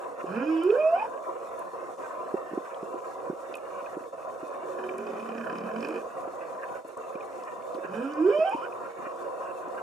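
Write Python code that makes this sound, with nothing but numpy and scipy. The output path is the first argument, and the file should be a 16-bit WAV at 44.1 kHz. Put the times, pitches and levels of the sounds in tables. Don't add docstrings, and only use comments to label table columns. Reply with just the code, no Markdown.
import sys
import numpy as np
from scipy import signal
from scipy.fft import rfft, irfft, next_fast_len
from scipy.io import wavfile
from scipy.ndimage import uniform_filter1d

SR = 44100
rng = np.random.default_rng(int(sys.argv[2]) if len(sys.argv) > 2 else 0)


def to_wav(sig):
    pcm = np.clip(np.atleast_2d(sig), -1, 1) * 32767
    pcm = np.round(pcm).astype(np.int16)
    wavfile.write(sys.argv[1], SR, pcm.T)


N = 433058

# frequency in Hz, relative density in dB.
CHORUS_SPECTRUM = [(24, -80.5), (40, -34.5), (345, -14.5), (372, -3), (413, -19.5), (453, -5.5),
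                   (527, -1.5), (595, -8), (724, -6), (869, -15.5), (1010, -2.5), (1500, -25), (1950, -82),
                   (3300, -120)]
# frequency in Hz, width in Hz, prominence in dB.
CHORUS_NOTES = [(460.3, 15, 4), (546.7, 22.5, 6), (645, 50, 4.5), (889, 71, -9), (930, 58, 1)]
# time in seconds, level in dB before swell and fades.
CHORUS_LEVEL = [(0, -36), (1.6, -37), (3.8, -37.5), (6.3, -36.5), (7.2, -38.5), (8.6, -36.5)]
# deepest point in seconds, depth in dB.
FADES = [(.172, 8), (1.728, 7), (1.975, 9), (3.015, 4), (4.12, 13), (4.172, 6), (6.84, 12), (6.885, 5),
         (6.925, 4), (6.964, 12), (8.94, 5)]
# frequency in Hz, relative density in dB.
HISS_SPECTRUM = [(1880, -10.5), (3200, -6), (3370, -8), (3610, 1.5), (3830, -9), (4370, -5), (4730, -9.5),
                 (5330, -5.5), (6900, -3.5), (9230, -8), (12700, -15), (14900, -17.5), (15600, -22.5)]
# frequency in Hz, relative density in dB.
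LAPPING_SPECTRUM = [(700, -36), (1050, -2), (1300, 4), (1500, 2.5), (1850, -0.5), (2100, -10.5), (2450, -8),
                    (2750, -8), (3050, -23), (3400, -37), (6000, -42.5)]
# peak time in seconds, level in dB before fades and flutter.
LAPS = [(.21, -44.5), (1.25, -51), (2.01, -54), (2.66, -47), (3.11, -48), (3.66, -50), (3.79, -53),
        (4.54, -49), (6.25, -54), (6.42, -49), (6.47, -57), (6.64, -53), (6.76, -55), (7.14, -59),
        (7.48, -52), (7.85, -42.5), (8.66, -48), (8.86, -51), (8.98, -54), (9.07, -48), (9.79, -49)]
# frequency in Hz, left minus right in dB, phase lead of the
PORTS_FAR = [(100, -3.5, 3.0, 0.6), (210, -3.1, 2.9, 0.41), (320, -5.0, -0.2, 0.47),
             (440, -4.0, -0.7, 0.78), (570, -6.7, -1.0, 0.53), (720, 3.5, 0.1, 0.3), (1000, 4.4, -1.5, 0.8),
             (1250, -2.3, -0.1, 0.68), (1900, -4.5, -2.6, 0.27), (2500, -3.5, -0.0, 0.67),
             (2900, 1.5, 0.9, 0.38), (3550, -4.2, -0.2, 0.47), (5000, -1.6, 0.5, 0.37),
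             (9000, 1.0, 0.3, 0.65), (14000, 1.9, 0.1, 0.4)]
# frequency in Hz, left minus right in dB, phase lead of the left in radians.
PORTS_NEAR = [(350, -4.3, -0.1), (600, -4.7, -0.0), (700, -0.5, 0.1), (800, -6.2, -0.7), (970, 4.3, -1.2),
              (1300, -6.8, -1.0), (1620, -13.0, 1.1), (2200, 1.0, -2.7), (2500, -5.1, -0.1),
              (2780, -4.1, 0.9), (3050, -6.4, 1.0), (5200, -2.1, 0.3), (9000, 1.3, 0.3)]
# frequency in Hz, gain in dB.
HOUSING = [(40, -33.5), (90, -13.5), (150, 3), (300, -2)]
# time in seconds, relative level in dB, ring in Hz.
KNOCKS = [(0.239, -25.5, 360), (2.339, -17, 360), (2.512, -34, 340), (2.531, -26, 344), (2.573, -19, 350),
          (2.827, -27, 370), (2.939, -29, 360), (3.297, -20, 354), (3.327, -30, 340), (3.967, -25, 346),
          (4.428, -29, 340), (6.272, -32.5, 380), (7.152, -30, 340), (7.746, -31.5, 350), (7.781, -29, 347),
          (7.845, -27.5, 380), (8.384, -23.5, 384), (8.545, -24, 314), (8.989, -35, 360),
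          (9.064, -35.5, 340)]
# start in seconds, relative level in dB, pitch in Hz.
POPS = [(0.7015, -30, 2544), (3.5402, -35, 2540), (3.547, -46, 2470), (3.5527, -37, 2550),
        (3.581, -48, 2470), (3.859, -41.5, 2520), (3.866, -42.5, 1580), (4.89, -33, 2360),
        (7.1527, -43, 2420), (7.206, -40.5, 2450), (8.7223, -43, 2490)]
# start in seconds, relative level in dB, centre in Hz.
SNAPS = [(0.6348, -46.5, 9000), (1.591, -49, 10300), (2.744, -48, 3240), (3.539, -45, 3600),
         (3.5523, -43.5, 9300), (3.569, -50, 8400), (4.9801, -46.5, 8650), (5.8843, -49, 8450),
         (6.8813, -54, 10800), (6.972, -50.5, 8100), (7.435, -53, 5200), (7.745, -50, 3900),
         (8.135, -50, 5200), (8.4926, -51, 9250)]
# frequency in Hz, gain in dB.
ECHO_COLOUR = [(400, 5), (800, -1), (1500, -4.5), (2500, -3), (5000, -6)]
# time in seconds, mean pitch in
# Hz, level in dB before flutter.
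END_ECHO = [(8.59, 967, -45), (8.63, 1330, -36.5), (8.68, 1610, -50)]
# time in seconds, pulses per second.
GROWL_RATE = [(4.583, 19.5), (4.787, 19.5), (4.984, 21.1), (5.134, 32.2), (5.35, 32.6), (5.637, 37.1),
              (5.805, 46.2), (5.887, 51.4), (5.942, 57.7), (6.09, 62)]
# time in seconds,
# chest in Hz, chest level in dB, mouth in Hz, mouth level in dB.
GROWL_RESONANCES = [(4.58, 256, -77, 380, -45.5), (4.78, 243, -74, 372, -44),
                    (4.86, 231, -64.5, 374, -39.5), (4.98, 223, -52, 397, -39), (5.2, 214, -55, 413, -46),
                    (5.42, 224, -47, 444, -54.5), (5.6, 202, -47.5, 450, -61), (5.73, 220, -44.5, 458, -49),
                    (5.81, 250, -40, 460, -50), (5.89, 312, -39, 470, -44), (5.97, 380, -42.5, 462, -38.5),
                    (6.09, 440, -54, 510, -48)]
# time in seconds,
# effort in dB, level of the low throat resonance in dB.
GROWL_EFFORT = [(4.58, -24, -70), (4.75, -18, -54), (4.79, -9, -50), (4.98, -8, -58), (5.25, -5, -62),
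                (5.47, -5, -42), (5.56, -4.5, -56), (5.72, -8, -53), (5.85, 3, -52.5), (5.98, -2, -53),
                (6.05, -28, -72)]
# start in seconds, level in dB.
GROWL_CRACKS = [(5.385, -50), (5.584, -42), (5.807, -41), (5.851, -45), (5.872, -51)]
# frequency in Hz, gain in dB.
RATTLE_COLOUR = [(100, -24), (220, 12.5), (450, 19), (850, 6), (1200, 12.5), (1620, -14), (2050, -4.5),
                 (2500, 11.5), (2780, -9), (3030, 3.5), (3400, -25), (4400, -19), (5150, -15.5),
                 (5800, -22), (12000, -34)]
# time in seconds,
# mean pitch in Hz, relative fundamental in dB, then the relative overtones in dB in the low, middle
FIRST_WHOOP = [(0.25, 155.5, -59, -57.5, -59, -70), (0.31, 188.8, -47.5, -49.5, -64, -69),
               (0.365, 223, -36.5, -43.5, -49, -67), (0.425, 277.5, -36, -42.5, -52, -62),
               (0.46, 304.4, -30, -57, -53, -62), (0.495, 320.8, -30, -47.5, -49.5, -63),
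               (0.595, 323.5, -30, -58.5, -55, -56), (0.622, 337.6, -31, -45, -53, -55),
               (0.645, 352.3, -24, -48, -57, -64), (0.69, 404.3, -22.5, -54.5, -55, -63),
               (0.748, 492.4, -22, -44.5, -64.5, -66), (0.775, 593.3, -29, -47, -52, -70.5),
               (0.808, 614.7, -20.5, -48, -41, -65), (0.86, 639, -24, -48, -49, -72),
               (0.915, 664.7, -20, -51.5, -56, -72), (0.948, 702, -22.5, -50, -51, -65),
               (0.965, 769, -31.5, -51.5, -49.5, -64), (1.003, 827, -34, -51.5, -45.5, -64),
               (1.03, 958, -30.5, -52, -54, -63), (1.08, 988, -38.5, -48.5, -68, -74)]
SECOND_WHOOP = [(7.86, 150.2, -65, -46, -68, -74), (7.915, 196.7, -52.5, -56, -68, -73),
                (7.945, 213.7, -45.5, -43, -52, -64), (7.98, 226, -39, -47.5, -57, -62),
                (8.045, 276, -37, -45, -56, -62), (8.12, 297.7, -33, -52.5, -62, -61),
                (8.16, 298.2, -31.5, -50, -61, -73), (8.215, 317.5, -26, -53, -54.5, -67),
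                (8.286, 411.3, -14.5, -42.5, -64, -64), (8.303, 525, -32.5, -41.5, -47.5, -53),
                (8.335, 587, -28.5, -43, -47, -51), (8.385, 619, -22, -47.5, -50, -49),
                (8.441, 661, -24, -41.5, -40, -59), (8.452, 756, -28, -46, -50, -53),
                (8.475, 772, -28.5, -44, -54, -43.5), (8.508, 791, -37, -49.5, -48.5, -56),
                (8.535, 901, -28.5, -51, -47.5, -55), (8.565, 941, -46.5, -72, -59, -62),
                (8.605, 990, -38, -56, -57, -60), (8.67, 1035, -52, -54.5, -58, -61)]
# time in seconds, relative level in dB.
TREBLE_RING = [(.3, -75), (.42, -74), (.5, -67), (.62, -70), (.74, -75), (1.05, -72.5), (8.22, -74),
               (8.35, -65), (8.5, -67.5), (8.62, -73)]
# pitch in Hz, roughness from 0 to 1.
ROUGHNESS = [(170, .7), (240, .5), (310, .04), (335, .05), (420, .3), (530, .3), (610, .03), (745, .06),
             (830, .55), (950, .85)]
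# lower edge in Hz, upper edge in Hz.
THROAT_BANDS = [(800, 2050), (2050, 2800), (2800, 3700), (4400, 5700)]
# frequency in Hz, gain in dB.
THROAT_COLOUR = [(100, -27), (330, -10), (470, -8), (620, 4), (900, -3.5), (1300, 1), (1620, -1),
                 (1850, -14.5), (2050, -17), (2500, -1.5), (2780, -15.5), (3050, -6.5), (3330, -32),
                 (3800, -28), (4300, -17.5), (4700, -23), (5200, -15.5), (6000, -25.5), (12000, -25)]
# frequency in Hz, gain in dB.
RASP_COLOUR = [(300, 2), (1500, 0.5), (2500, 1), (3100, -11.5), (5000, -2)]

CHORUS_SWELL_DB, SWELL_HZ = -0.13, 4.6
HISS_DB = -63.5
CALM_DB = -53.5
LAP_RISE_S, LAP_FALL_S = 0.013, 0.014
FLUTTER_DB, FLUTTER_HZ = 2, 44.8
SINK_S, RETURN_S = 0.028, 0.0059
FAR_FLUTTER_DB = 3
SURFACE_DELAY_S = 0.022
EDGE_HZ = 15550


def amp(db):
    return 10 ** (np.asarray(db) / 20)


def unit(x):
    return x / np.sqrt(np.mean(x ** 2) + 1e-20)


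def read(points, hz, index=1):
    columns = np.transpose(points)
    return np.interp(np.log(hz + 1), np.log(columns[0] + 1), columns[index])


def curves(rows, t):
    s, *columns = np.transpose(rows)
    return [np.interp(t, s, c) for c in columns]


def add(mix, s, sound):
    part = mix[max(round(s * SR), 0):][:len(sound)]
    part += sound[:len(part)]


def colour(x, points):
    size = next_fast_len(len(x))
    gain = amp(read(points, np.fft.rfftfreq(size, 1 / SR)))
    return irfft(rfft(x, size) * gain, size)[:len(x)]


def band(x, low_hz, high_hz):
    sos = signal.butter(5, [low_hz, high_hz], "band", fs=SR, output="sos")
    return signal.sosfiltfilt(sos, x)


def wander(size, rate_hz):
    length = 2 ** int(size).bit_length()
    hz = np.fft.rfftfreq(length, 1 / SR)
    smooth = rfft(rng.standard_normal(length)) * np.exp(-(hz / rate_hz) ** 2)
    return unit(irfft(smooth))[:size]


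def steady(x, size, slack=0):
    power = abs(uniform_filter1d(x ** 2, size))
    return x / np.sqrt(power + slack * np.mean(x ** 2) + 1e-12)


def hump(t, s, rise_s, fall_s):
    return np.exp(-((t - s) / np.where(t < s, rise_s, fall_s)) ** 2)


def ping(hz, rise_s, noisy):
    t = np.arange(SR // 16) / SR
    phase_wander = noisy * wander(len(t), hz / 3) if noisy else 0
    envelope = ((t / rise_s) * np.exp(1 - t / rise_s)) ** 2
    return np.sin(2 * np.pi * hz * t + phase_wander) * envelope


def port_pair(table, hz):
    half = amp(read(table, hz) / 2) * np.exp(.5j * read(table, hz, index=2))
    return np.array([half, 1 / half])


def diffuse(shape, patchy_db, flicker_db, size=4):
    frames, hz = N // 512 + 5, np.fft.rfftfreq(2048, 1 / SR)
    a, b, c, d, patches = rng.standard_normal((5, frames, len(hz)))
    patches = uniform_filter1d(patches, size=8, axis=0)
    patches = unit(uniform_filter1d(patches, size=5, axis=1))
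    flicker = unit(uniform_filter1d(rng.standard_normal(frames), size=size))[:, None]
    same = np.clip(read(PORTS_FAR, hz, index=3), 0, 1)
    left, other = a + 1j * b, c + 1j * d
    z = np.array([left, same * left + np.sqrt(1 - same ** 2) * other])
    level_db = shape(hz) + patchy_db * patches + flicker_db * flicker
    z *= port_pair(PORTS_FAR, hz)[:, None] * amp(level_db)
    _, noise = signal.istft(z.swapaxes(1, 2), nperseg=2048, noverlap=1536)
    return unit(noise[:, :N])


def chorus_shape(hz):
    notes = sum(db * np.exp(-2 * ((hz - f) / width) ** 2) for f, width, db in CHORUS_NOTES)
    return read(CHORUS_SPECTRUM, hz) + notes


def far_chorus(t, fade_db):
    level_db = curves(CHORUS_LEVEL, t)[0] + CHORUS_SWELL_DB * wander(N, SWELL_HZ) - fade_db
    return amp(level_db) * diffuse(chorus_shape, patchy_db=2.0, flicker_db=1.36)


def lapping_surface(t, fade_db):
    laps = sum(amp(db) * hump(t, s, LAP_RISE_S, LAP_FALL_S) for s, db in LAPS)
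    noise = diffuse(lambda hz: read(LAPPING_SPECTRUM, hz), patchy_db=4.5, flicker_db=2, size=2)
    level = (laps + amp(CALM_DB)) * amp(-fade_db)
    return level * noise * amp(FLUTTER_DB * wander(N, FLUTTER_HZ))


def fine_hiss(fade_db, fade_share=0.34):
    noise = diffuse(lambda hz: read(HISS_SPECTRUM, hz), patchy_db=3.0, flicker_db=1.5)
    return amp(HISS_DB - fade_share * fade_db) * noise


def open_sea():
    t = np.arange(N) / SR
    fade_db = sum(db * hump(t, s, SINK_S, RETURN_S) for s, db in FADES)
    return far_chorus(t, fade_db) + lapping_surface(t, fade_db) + fine_hiss(fade_db)


def crackle(per_s=400, level_db=-74, spread_db=5.0):
    out = np.zeros(N)
    for when, pitch, chance in rng.random((int(per_s * N / SR), 3)):
        size_db = spread_db * min(-np.log(1 - chance), 4)
        hz = 6000 * 1.9 ** pitch
        add(out, when * N / SR, amp(size_db) * ping(hz, rise_s=1.6 / hz, noisy=0))
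    return amp(level_db) * unit(out)


def burble(per_s, level_db, spread_db, low_hz, high_hz):
    out = np.zeros(N)
    for when, pitch, chance in rng.random((int(per_s * N / SR), 3)):
        size_db = spread_db * min(-np.log(1 - chance), 3)
        hz = low_hz * (high_hz / low_hz) ** pitch
        add(out, when * N / SR, amp(level_db + size_db) * ping(hz, rise_s=1.4 / hz, noisy=0))
    return out


def knock(hz, rise_s=0.0042, slosh_db=-11, slosh_s=.012):
    thump = ping(hz, rise_s, noisy=.3)
    t = np.arange(len(thump)) / SR
    slosh = unit(band(rng.standard_normal(SR), 170, 800))[SR // 2:][:len(t)]
    return thump + amp(slosh_db) * slosh * np.minimum(t / rise_s, 1) * np.exp(-t / slosh_s)


def near_water(pop_db=1, snap_db=2):
    out = np.zeros(N)
    for s, db, hz in KNOCKS:
        add(out, s + .001, amp(db) * knock(hz))
    for s, db, hz in POPS:
        add(out, s, amp(db + pop_db) * ping(hz, rise_s=0.0033, noisy=0.34))
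    for s, db, hz in SNAPS:
        add(out, s, amp(db + snap_db) * ping(hz, rise_s=0.002, noisy=1.13))
    return out


def sea_echoes(x, surface_db=-6.0, wet_db=-16, t60=0.43):
    t = np.arange(SR) / SR
    taps = rng.standard_normal(SR) * (rng.random(SR) < 2000 / SR) * (t > .012)
    tail = taps * amp(-60 * t / t60)
    response = amp(wet_db) * tail / np.linalg.norm(tail)
    add(response, SURFACE_DELAY_S, amp([surface_db]))
    return x + colour(signal.fftconvolve(x, response)[:N], ECHO_COLOUR)


def ports(x):
    size = next_fast_len(N)
    gains = port_pair(PORTS_NEAR, np.fft.rfftfreq(size, 1 / SR))
    return irfft(rfft(x, size) * gains, size)[:, :N]


def wavering_tone(rows):
    t = np.arange(rows[0][0], rows[-1][0], 1 / SR)
    hz, level_db = curves(rows, t)
    turns = np.cumsum(hz * (1 + .012 * wander(len(t), 45))) / SR
    level = amp(level_db + FAR_FLUTTER_DB * wander(len(t), 25))
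    return t[0], level * np.sin(2 * np.pi * turns) * signal.windows.tukey(len(t), .1)


def ring(drive, hz, width_hz):
    turn = np.exp(2j * np.pi * np.cumsum(hz) / SR)
    r = np.exp(-np.pi * width_hz / SR)
    return (turn * signal.lfilter([1], [1, -2 * r, r * r], drive / turn)).real


def bright_rms(x, size):
    sos = signal.butter(3, [2200, 3400], "band", fs=SR, output="sos")
    return np.sqrt(abs(uniform_filter1d(signal.sosfiltfilt(sos, x) ** 2, size)) + 1e-12)


def growl(rattle_db=-48.0, chest_width_hz=42, mouth_width_hz=50, tick_db=-70, crack_hz=5150):
    t = np.arange(GROWL_RATE[0][0], GROWL_RATE[-1][0], 1 / SR)
    rate, = curves(GROWL_RATE, t)
    chest_hz, chest_db, mouth_hz, mouth_db = curves(GROWL_RESONANCES, t)
    effort_db, body_db = curves(GROWL_EFFORT, t)

    turns = np.cumsum(rate) / SR
    pulse = turns.astype(int)
    strength = amp(2.2 * rng.standard_normal(200).clip(-2, 2))[pulse]
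    age_s = (turns % 1) / rate
    beats = unit(np.diff(pulse, prepend=0) * strength)
    puffs = unit(strength * (.2 + np.exp(-age_s / .0065)) * rng.standard_normal(len(t)))
    low_drive = beats + .22 * puffs
    high_drive = .4 * beats + puffs

    chest = amp(chest_db) * steady(ring(low_drive, chest_hz, chest_width_hz), size=4400)
    mouth = amp(mouth_db) * steady(ring(low_drive, mouth_hz, mouth_width_hz), size=4400)
    rattle = colour(high_drive, RATTLE_COLOUR)
    rattle = rattle / bright_rms(rattle, size=5000)
    body = steady(band(high_drive, 1350, 1800), size=5000)
    ticks = unit(band(puffs * strength * np.exp(-age_s / .002), 4600, 5700))
    throat = amp(rattle_db) * rattle + amp(tick_db) * ticks
    voice = chest + mouth + amp(effort_db) * throat + amp(body_db) * body
    for s, db in GROWL_CRACKS:
        add(voice, s - t[0], amp(db) * ping(crack_hz, rise_s=0.00098, noisy=0.63))
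    return t[0], voice * signal.windows.tukey(len(t), .05)


def whoop(rows, tone_db, overtones_db, second_db):
    t = np.arange(rows[0][0], rows[-1][0], 1 / SR)
    hz, level_db, *resonances_db = curves(rows, t) + curves(TREBLE_RING, t)
    rough = np.clip(read(ROUGHNESS, hz), 0, 1)
    turns = np.cumsum(hz * (1 + (.001 + .03 * rough) * wander(len(t), 60))) / SR

    folds = np.zeros(len(t))
    for k in range(2, 26):
        phase = 2 * np.pi * k * turns + .25 * wander(len(t), 60)
        folds += np.cos(phase) * amp(4.5 * wander(len(t), 30))
    rasp = (0.13 + np.exp(-(turns % 1) / 0.42)) * rng.standard_normal(len(t))
    clean = colour(folds, THROAT_COLOUR)
    hoarse = colour(colour(rasp, THROAT_COLOUR), RASP_COLOUR)

    upper = np.zeros(len(t))
    for db, (low, high) in zip(resonances_db, THROAT_BANDS):
        for source, share in [(clean, 1 - rough), (hoarse, rough)]:
            resonance = steady(band(source, low, high), size=2600, slack=0.14)
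            upper += amp(db) * np.sqrt(share) * resonance

    low_voice = np.interp(hz, [245, 290], [1, 0])
    octave = amp(second_db) * low_voice * np.cos(4 * np.pi * turns)
    tone = np.sin(2 * np.pi * turns) + octave
    tone *= 1 + .7 * rough * wander(len(t), 70)
    voice = amp(level_db + tone_db) * tone + amp(overtones_db) * upper
    return t[0], voice * signal.windows.tukey(len(t), .05)


def scene():
    sea = open_sea()
    gulps = burble(per_s=9, level_db=-52.5, spread_db=5.0, low_hz=288, high_hz=483)
    fizz = burble(per_s=45, level_db=-53, spread_db=3.0, low_hz=1320, high_hz=2690)
    water = crackle() + gulps + fizz + near_water()
    whales = np.zeros(N)
    add(whales, *wavering_tone(END_ECHO))
    add(whales, *growl())
    add(whales, *whoop(FIRST_WHOOP, tone_db=4.5, overtones_db=5.5, second_db=0.0))
    add(whales, *whoop(SECOND_WHOOP, tone_db=4.5, overtones_db=3.5, second_db=2.5))
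    return sea + ports(colour(sea_echoes(whales) + water, HOUSING))


def record(dry):
    low_pass = signal.firwin(511, EDGE_HZ, window=("kaiser", 9), fs=SR)
    return signal.oaconvolve(dry, low_pass[None], "same")


dry = scene()
out = record(dry)
to_wav(out)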